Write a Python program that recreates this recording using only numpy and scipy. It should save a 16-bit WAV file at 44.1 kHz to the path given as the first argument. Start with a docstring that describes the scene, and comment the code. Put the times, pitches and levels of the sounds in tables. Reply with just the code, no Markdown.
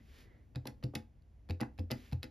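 """A hand slides over paper in a small quiet room, over a low rumble; it slides again near the end.
Close to the microphone pair, five keys of a plastic desk calculator are tapped. Each key ticks under the finger
and bottoms out with a thump of calculator and desk; a tenth of a second later it springs back and the keycap
rattles against the case. Filtered noise makes the paper, pats, clicks, clatter and reflections; decaying
sines make the thumps and the ring of case and keycaps, and a falling sine the rubber dome of four keys."""
import sys
import numpy as np
from scipy import signal
from scipy.fft import rfft, irfft, next_fast_len
from scipy.io import wavfile

SR = 44100
rng = np.random.default_rng(int(sys.argv[2]) if len(sys.argv) > 2 else 0)


def materialize(psi):
    """Save the field psi as 16-bit PCM at rate SR to the path in sys.argv[1].

    A 1-D psi becomes a single channel; in a 2-D psi each row is a channel.
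    """
    bounded = np.clip(np.atleast_2d(psi).T, -1, 1)
    quanta = np.round(bounded * 32767).astype(np.int16)
    wavfile.write(sys.argv[1], SR, quanta)


N = 101782
T = np.arange(N) / SR
SIZE = next_fast_len(N + SR // 2)
FREQS = np.maximum(np.arange(SIZE // 2 + 1) * SR / SIZE, 1)


def undb(db):
    """Decibels to gain."""
    return 10 ** (np.asarray(db) / 20)


def curve(points):
    """(frequency [Hz], value) points joined on a log-frequency axis."""
    hz, value = np.array(points, float).T
    return np.interp(np.log(FREQS), np.log(hz), value)


def level_over_time(points):
    """(time [s], level [dB]) points joined in decibels, returned as gain."""
    return undb(np.interp(T, *np.array(points).T))


def causal(db):
    """Minimum-phase response with the given gain per frequency, by folding the cepstrum."""
    cepstrum = irfft(np.log(undb(db)), SIZE)
    cepstrum[1:SIZE // 2] *= 2
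    cepstrum[SIZE // 2 + 1:] = 0
    return np.exp(rfft(cepstrum))


def colour(points):
    """Causal response that keeps the power of white noise."""
    response = causal(curve(points))
    return response / np.sqrt(np.mean(abs(response) ** 2))


def through(x, response):
    """Filter a sound by a frequency response."""
    return irfft(rfft(x, SIZE) * response, SIZE)[..., :N]


def noise():
    """Two unrelated white noises."""
    return rng.standard_normal((2, N))


def fade(age, t60):
    """Exponential decay by 60 dB in t60 seconds."""
    return np.exp(-np.log(1000) * np.maximum(age, 0) / t60)


def since(start):
    """Seconds since a moment, zero before it."""
    return np.maximum(T - start, 0)


def swell_in(age, rise):
    """Exponential approach to full level."""
    return 1 - np.exp(-age / rise)


def ring(age, hz, t60, rise):
    """One mode that swells briefly and dies away."""
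    return -np.sin(2 * np.pi * hz * age) * fade(age, t60) * swell_in(age, rise)


# how unlike the two microphones hear a sound: (frequency [Hz], share of unrelated sound [0-1])
PORT_SPREAD = [(60, 0.03), (120, 0.06), (250, 0.084), (600, 0.59), (1300, 1), (2300, 0.05), (4400, 0.017),
               (8000, .2), (15000, 0.44)]


def spread(pair):
    """Two unrelated sounds to left and right, as alike as the microphones hear them."""
    share = np.clip(curve(PORT_SPREAD), 0, 1) / 2
    mid = through(pair[0], np.sqrt(1 - share))
    side = through(pair[1], np.sqrt(share))
    return np.array([mid + side, mid - side])


# hand on paper: (start [s], fullest [s], end of hold [s], fade [s], level [dB])
SLIDES = [(0.0, 0.164, 0.22, 0.085, -65), (1.913, 1.967, 2.075, 0.14, -65.5)]
SLIDE_START_DB = -15  # relative to the fullest level
# hiss of the sheet: (frequency [Hz], relative level [dB per Hz])
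PAPER_HISS = [(100, -70), (400, 5), (800, -6), (1550, -1.5), (1800, 1), (3000, -2), (5000, -6.5),
              (5700, -9), (7200, -12), (9500, -16), (12000, -12), (14300, -21), (15200, -72)]
# duller rubbing: (time [s], level [dB]), then its spectrum (frequency [Hz], relative level [dB per Hz])
RUB_LEVEL = [(0, -66.5), (0.1, -93), (0.26, -65), (0.36, -66.5), (0.43, -74.5), (0.52, -100)]
RUB = [(300, 8.5), (1000, -11), (1600, -8), (2000, 1.5), (2500, -16), (3500, -18), (6000, -28.5),
       (14000, -39)]
# low rumble of the hand on the desk: (time [s], level [dB]), then (frequency [Hz], relative level [dB per Hz])
RUMBLE_LEVEL = [(0, -57), (0.15, -61.5), (0.45, -60.5), (0.7, -58), (1.05, -60.5), (1.2, -82.5),
                (1.501, -61.5), (2.3, -59)]
RUMBLE = [(25, -9), (65, 9), (130, -7), (170, -17), (240, -5.5), (380, -20), (600, -25.5), (1200, -41),
          (4000, -53)]


def paper(grain_db=0.5, grain_hz=60):
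    """The hand slides over the sheet: a grainy hiss that swells, holds and stops, a duller rub and a low rumble."""
    slide_level = np.zeros(N)
    for start, full, end, release, db in SLIDES:
        swell = undb(SLIDE_START_DB * np.clip((full - T) / (full - start), 0, 1))
        stop = np.clip(1 - since(end) / release, 0, 1) ** 2
        slide_level += undb(db) * (T >= start) * swell * stop
    slow_noise = through(noise()[0], colour([(grain_hz, 0), (grain_hz * 10, -60)]))
    grain = undb(grain_db * slow_noise)
    hiss = slide_level * through(noise(), colour(PAPER_HISS))
    rub = level_over_time(RUB_LEVEL) * through(noise(), colour(RUB))
    rumble = level_over_time(RUMBLE_LEVEL) * through(noise(), colour(RUMBLE))
    return spread(grain * (hiss + rub) + rumble)


# still room: (frequency [Hz], relative level [dB per Hz])
FLOOR = [(20, -30.5), (35, -5), (58, 3), (90, -4), (130, -11.5), (170, -16.5), (240, -21), (400, -27.5),
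         (700, -32), (1300, -41), (2100, -42), (4000, -51), (7000, -53), (12000, -57.5), (16000, -76)]
FLOOR_DB = -59.5


def still_room():
    """The quiet room itself: steady noise, strongest in the bass."""
    return spread(through(noise(), colour(FLOOR))) * undb(FLOOR_DB)


# keycap touches its guide or stop: (time [s], level [dB], treble tilt [dB per octave])
CLICKS = [(0.5495, -61.5, -9.5), (0.5575, -44.5, -3.5), (0.5657, -59, -7), (0.6543, -52, -2.5),
          (0.668, -54, -7), (0.6704, -41.5, 2.5), (0.6724, -44, 2.5), (0.8268, -57, -8),
          (0.8342, -55.5, -6), (0.8380, -44, -0.5), (0.9517, -38, 3), (0.9540, -36.5, 0), (0.9602, -47, -3),
          (1.221, -79, 1), (1.489, -54.5, -4), (1.4971, -47.5, -4.5), (1.5068, -42.5, -3.5),
          (1.6005, -56.5, -13), (1.6051, -41, -0.5), (1.6109, -39, -0.5), (1.6223, -52.5, -11.5),
          (1.631, -50, -12), (1.7786, -57.5, -3), (1.7870, -52, -8), (1.7922, -51.5, -3),
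          (1.7982, -59.5, -3.5), (1.9033, -50, -10), (1.9083, -37.5, -1), (1.9142, -34, 2.5),
          (1.922, -47, -9.5), (2.1147, -59.5, -3.5), (2.123, -54, -3), (2.1288, -47.5, -2),
          (2.225, -64, -5), (2.2298, -39, -1.5), (2.235, -49, -2), (2.2409, -48.5, 0)]
# keycap click: (frequency [Hz], relative level [dB per Hz])
KEYCAP = [(100, -15), (500, -2), (1000, -4.5), (1500, 0), (2500, 1.5), (3300, -0.5), (4000, 4), (4900, 4),
          (5900, -8), (6800, -7), (9500, -11), (12300, -8.5), (14000, -15.5), (16000, -48.5)]
# keycap ring: (frequency [Hz], relative level [dB], t60 [s])
KEYCAP_MODES = [(2613, -2, 0.026), (3950, -13.5, 0.038), (4565, -9, 0.018), (4676, -18, 0.013),
                (6640, -24, 0.029), (10800, -6, 0.02), (12570, -13.5, 0.016)]
# detune is a fraction of the mode frequency; detune and scatter are standard deviations
KEYCAP_RING_DB, KEYCAP_DETUNE, KEYCAP_SCATTER_DB = -4.5, 0.021, -2.5
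CLICK_RISE_S, CLICK_HOLD_S, CLICK_T60_S = 0.00073, .0012, .014
TILT_PIVOT_HZ = 3590


def keycaps():
    """Loose plastic keys click with a short burst of noise at each contact and ring briefly."""
    out, plastic = np.zeros((2, N)), colour(KEYCAP)
    octaves = np.clip(np.log2(FREQS / TILT_PIVOT_HZ), -2, 2)
    for start, db, tilt_db in CLICKS:
        age = since(start)
        burst = np.minimum(age / CLICK_RISE_S, 1) * fade(age - CLICK_HOLD_S, CLICK_T60_S)
        click = through(burst * noise(), plastic)
        near = (age > 0) & (age < .05)  # the modes are computed for 50 ms only
        for hz, mode_db, t60 in KEYCAP_MODES:
            detune, size = rng.standard_normal((2, 2, 1))
            gain = undb(KEYCAP_RING_DB + mode_db + KEYCAP_SCATTER_DB * size)
            click[:, near] += gain * ring(age[near], hz * (1 + KEYCAP_DETUNE * detune), t60, CLICK_RISE_S)
        out += through(click, undb(db + tilt_db * octaves))
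    return spread(out)


# fingertip lands and pushes the key down: (time [s], level [dB])
TOUCHES = [(0.551, -52.5), (0.828, -47.5), (1.493, -43), (1.7860, -46), (2.1220, -39.5)]
# soft pad on plastic: (frequency [Hz], relative level [dB per Hz])
PAD = [(60, -10), (230, 2), (450, -12), (800, -9.5), (1300, -23.5), (4000, -39), (12000, -39)]
TOUCH_RISE_S, TOUCH_T60_S = 0.0035, 0.074


def touches():
    """The finger pad gives a dull pat, a soft burst of noise, just before each key bottoms out."""
    level = np.zeros(N)
    for start, db in TOUCHES:
        age = since(start)
        level += undb(db) * np.minimum(age / TOUCH_RISE_S, 1) * fade(age, TOUCH_T60_S)
    return spread(through(level * noise(), colour(PAD)))


# key bottoms out, then key springs back, both as: (time [s], desk boom [dB],
# calculator rocking on its feet [dB], knock of the case [dB], contact bandwidth [Hz])
PRESSES = [(0.5609, -38.5, -27.5, -44, 855), (0.839, -41.5, -24.5, -34.5, 500), (1.5, -27, -40, -38, 740),
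           (1.7919, -28, -64, -35, 390), (2.1270, -28.5, -25, -45, 820)]
RELEASES = [(0.6714, -49, -38.5, -40.5, 2460), (0.9526, -43.5, -36.5, -37, 1750),
            (1.6104, -72, -30, -32.5, 4100), (1.9136, -43, -28.5, -34, 5960),
            (2.2367, -65, -45.5, -43.5, 4000)]
DESK_HZ, DESK_T60_S = 87.85, 0.3
FEET_HZ, FEET_T60_S = 125.3, 0.16
THUMP_RISE_S = 0.0044


def thumps():
    """Every press and release rocks the calculator on its feet and makes the desk boom: two low modes."""
    out = np.zeros(N)
    for start, desk_db, feet_db, _, _ in PRESSES + RELEASES:
        age = since(start)
        out += undb(desk_db) * ring(age, DESK_HZ, DESK_T60_S, THUMP_RISE_S)
        out += undb(feet_db) * ring(age, FEET_HZ, FEET_T60_S, THUMP_RISE_S)
    return out


# calculator case on the desk, higher modes die sooner: (frequency [Hz], relative level [dB])
CASE_MODES = [(205, -13), (224, -8.5), (252, -11), (282, -7), (311, -9.5), (384, -14.5), (505, -9.5),
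              (648, -32), (790, -19), (840, -12.5), (2018, -10), (2138, -26), (2418, -21), (2590, -41.5),
              (2700, -21)]
CASE_T60_S, CASE_T60_AT_HZ, CASE_DAMPING_SLOPE = .21, 250, .33
# dense short ring of the case: (frequency [Hz], relative level [dB per Hz])
CLATTER = [(60, -41.5), (150, 1), (280, 3), (420, -7.5), (600, -7), (800, -6.5), (1050, -27.5),
           (1350, -11.5), (2000, -11.5), (3200, -41.5), (6000, -30), (16000, -62)]
CLATTER_DB, CLATTER_T60_S = -4, 0.11
MODE_SCATTER_DB, KNOCK_RISE_S = 2.0, .001


def knocks():
    """Each blow rings the case; a soft contact spares the high modes."""
    out, shell = np.zeros((2, N)), colour(CLATTER)
    for start, _, _, db, contact_hz in PRESSES + RELEASES:
        age = since(start)
        clatter = undb(CLATTER_DB) * fade(age, CLATTER_T60_S) * swell_in(age, KNOCK_RISE_S)
        case = through(clatter * noise(), shell)
        for k, (hz, mode_db) in enumerate(CASE_MODES):
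            t60 = CASE_T60_S * (CASE_T60_AT_HZ / hz) ** CASE_DAMPING_SLOPE
            size = undb(mode_db + MODE_SCATTER_DB * rng.standard_normal((2, 1)))
            polarity = np.array([[(-1) ** k], [rng.choice([-1, 1])]])
            case += size * polarity * ring(age, hz, t60, KNOCK_RISE_S)
        s = 1j * FREQS / contact_hz
        soft_contact = 1 / (1 + np.sqrt(2) * s + s ** 2)  # second-order low-pass
        out += undb(db) * through(case, soft_contact)
    return spread(out)


# rubber dome unfolds with a falling blip: (time [s], level [dB])
DOMES = [(0.6548, -34.5), (0.9366, -36.5), (1.6028, -36), (1.906, -34)]
DOME_START_HZ, DOME_END_HZ, DOME_GLIDE_S = 1300, 250, .0018
DOME_RISE_S, DOME_T60_S = .003, .06
DOME_ROUGH, DOME_ROUGH_HZ = 0.62, 500  # depth and bandwidth of the uneven level


def domes():
    """The rubber dome under a key unfolds unevenly; its pitch drops fast."""
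    out = np.zeros(N)
    for start, db in DOMES:
        age = since(start)
        glide = (DOME_START_HZ - DOME_END_HZ) * DOME_GLIDE_S * swell_in(age, DOME_GLIDE_S)
        cycles = DOME_END_HZ * age + glide
        blip = np.sin(2 * np.pi * cycles) * swell_in(age, DOME_RISE_S) * fade(age, DOME_T60_S)
        out += undb(db) * blip
    slow = colour([(DOME_ROUGH_HZ, 0), (DOME_ROUGH_HZ * 10, -40)])
    return out * (1 + DOME_ROUGH * through(noise()[0], slow))


# room reflections: (frequency [Hz], level [dB])
ROOM = [(80, -17), (300, -11.5), (800, -10), (1400, -8), (2000, -12), (4500, -14.5), (7000, -9),
        (12000, -14.5), (16000, -17)]
ROOM_T60_S, ROOM_TREBLE_T60_S, ROOM_SPLIT_HZ, ROOM_DELAY_S = .25, 0.17, 1360, 0.0044


def room(x):
    """Dense reflections of a small furnished room, as decaying noise; the treble dies first."""
    age = since(ROOM_DELAY_S)
    low = 1 / (1 + (FREQS / ROOM_SPLIT_HZ) ** 2)
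    walls = noise() * np.minimum(age / ROOM_DELAY_S, 1)
    tail = through(walls * fade(age, ROOM_T60_S), low)
    tail += through(walls * fade(age, ROOM_TREBLE_T60_S), 1 - low)
    tail = spread(tail / np.sqrt(np.sum(tail[0] ** 2)))
    return through(x, rfft(tail, SIZE) * causal(curve(ROOM)))


STROKE_LEAD_S = .04  # a stroke's share of the sound begins this long before its blow


def scene():
    """Paper, still room, keys and their reflections (a fresh noise tail drawn for each stroke)."""
    background = paper() + still_room()
    keys = keycaps() + touches() + knocks() + domes()
    stroke_starts = sorted(row[0] - STROKE_LEAD_S for row in PRESSES + RELEASES)
    stroke = np.searchsorted(stroke_starts[1:], T)
    walls = sum(room(keys.mean(axis=0) * (stroke == k)) for k in np.unique(stroke))
    return background + keys + thumps() + walls


# microphone pair: (frequency [Hz], phase by which left leads [rad])
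PORT_PHASE = [(100, 0), (400, -.1), (900, -.5), (1400, -.1), (2000, .45), (4200, .27), (5300, 0),
              (6500, -1.3), (8000, -1.5), (9800, 1.9), (11000, .9), (12000, -.4), (16000, -.4)]
# microphone pair: (frequency [Hz], left minus right [dB])
PORT_BALANCE = [(120, 0.55), (350, 0), (700, 0.5), (1200, -2), (2500, -2), (5000, 1), (14000, -0.5)]
# notch in both microphones: (frequency [Hz], gain [dB])
NOTCH = [(7200, 0), (7900, -8), (8400, -24), (8700, -20), (9000, 0)]
LOW_CUT_HZ, TOP_HZ = 31, 15400


def record(dry):
    """Two microphone ports differ in phase and level and share a treble notch; deep bass and top are cut."""
    sides = np.array([[1], [-1]]) / 2  # half of each difference goes to either port
    phase = np.exp(1j * sides * curve(PORT_PHASE))
    balance = undb(sides * curve(PORT_BALANCE))
    heard = through(dry, phase * balance * causal(curve(NOTCH)))
    low_cut = signal.butter(2, LOW_CUT_HZ, "high", fs=SR, output="sos")
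    top_cut = signal.ellip(8, .2, 70, TOP_HZ, fs=SR, output="sos")  # .2 dB ripple, 70 dB rejection
    return signal.sosfilt(top_cut, signal.sosfilt(low_cut, heard))


dry = scene()
out = record(dry)
materialize(out)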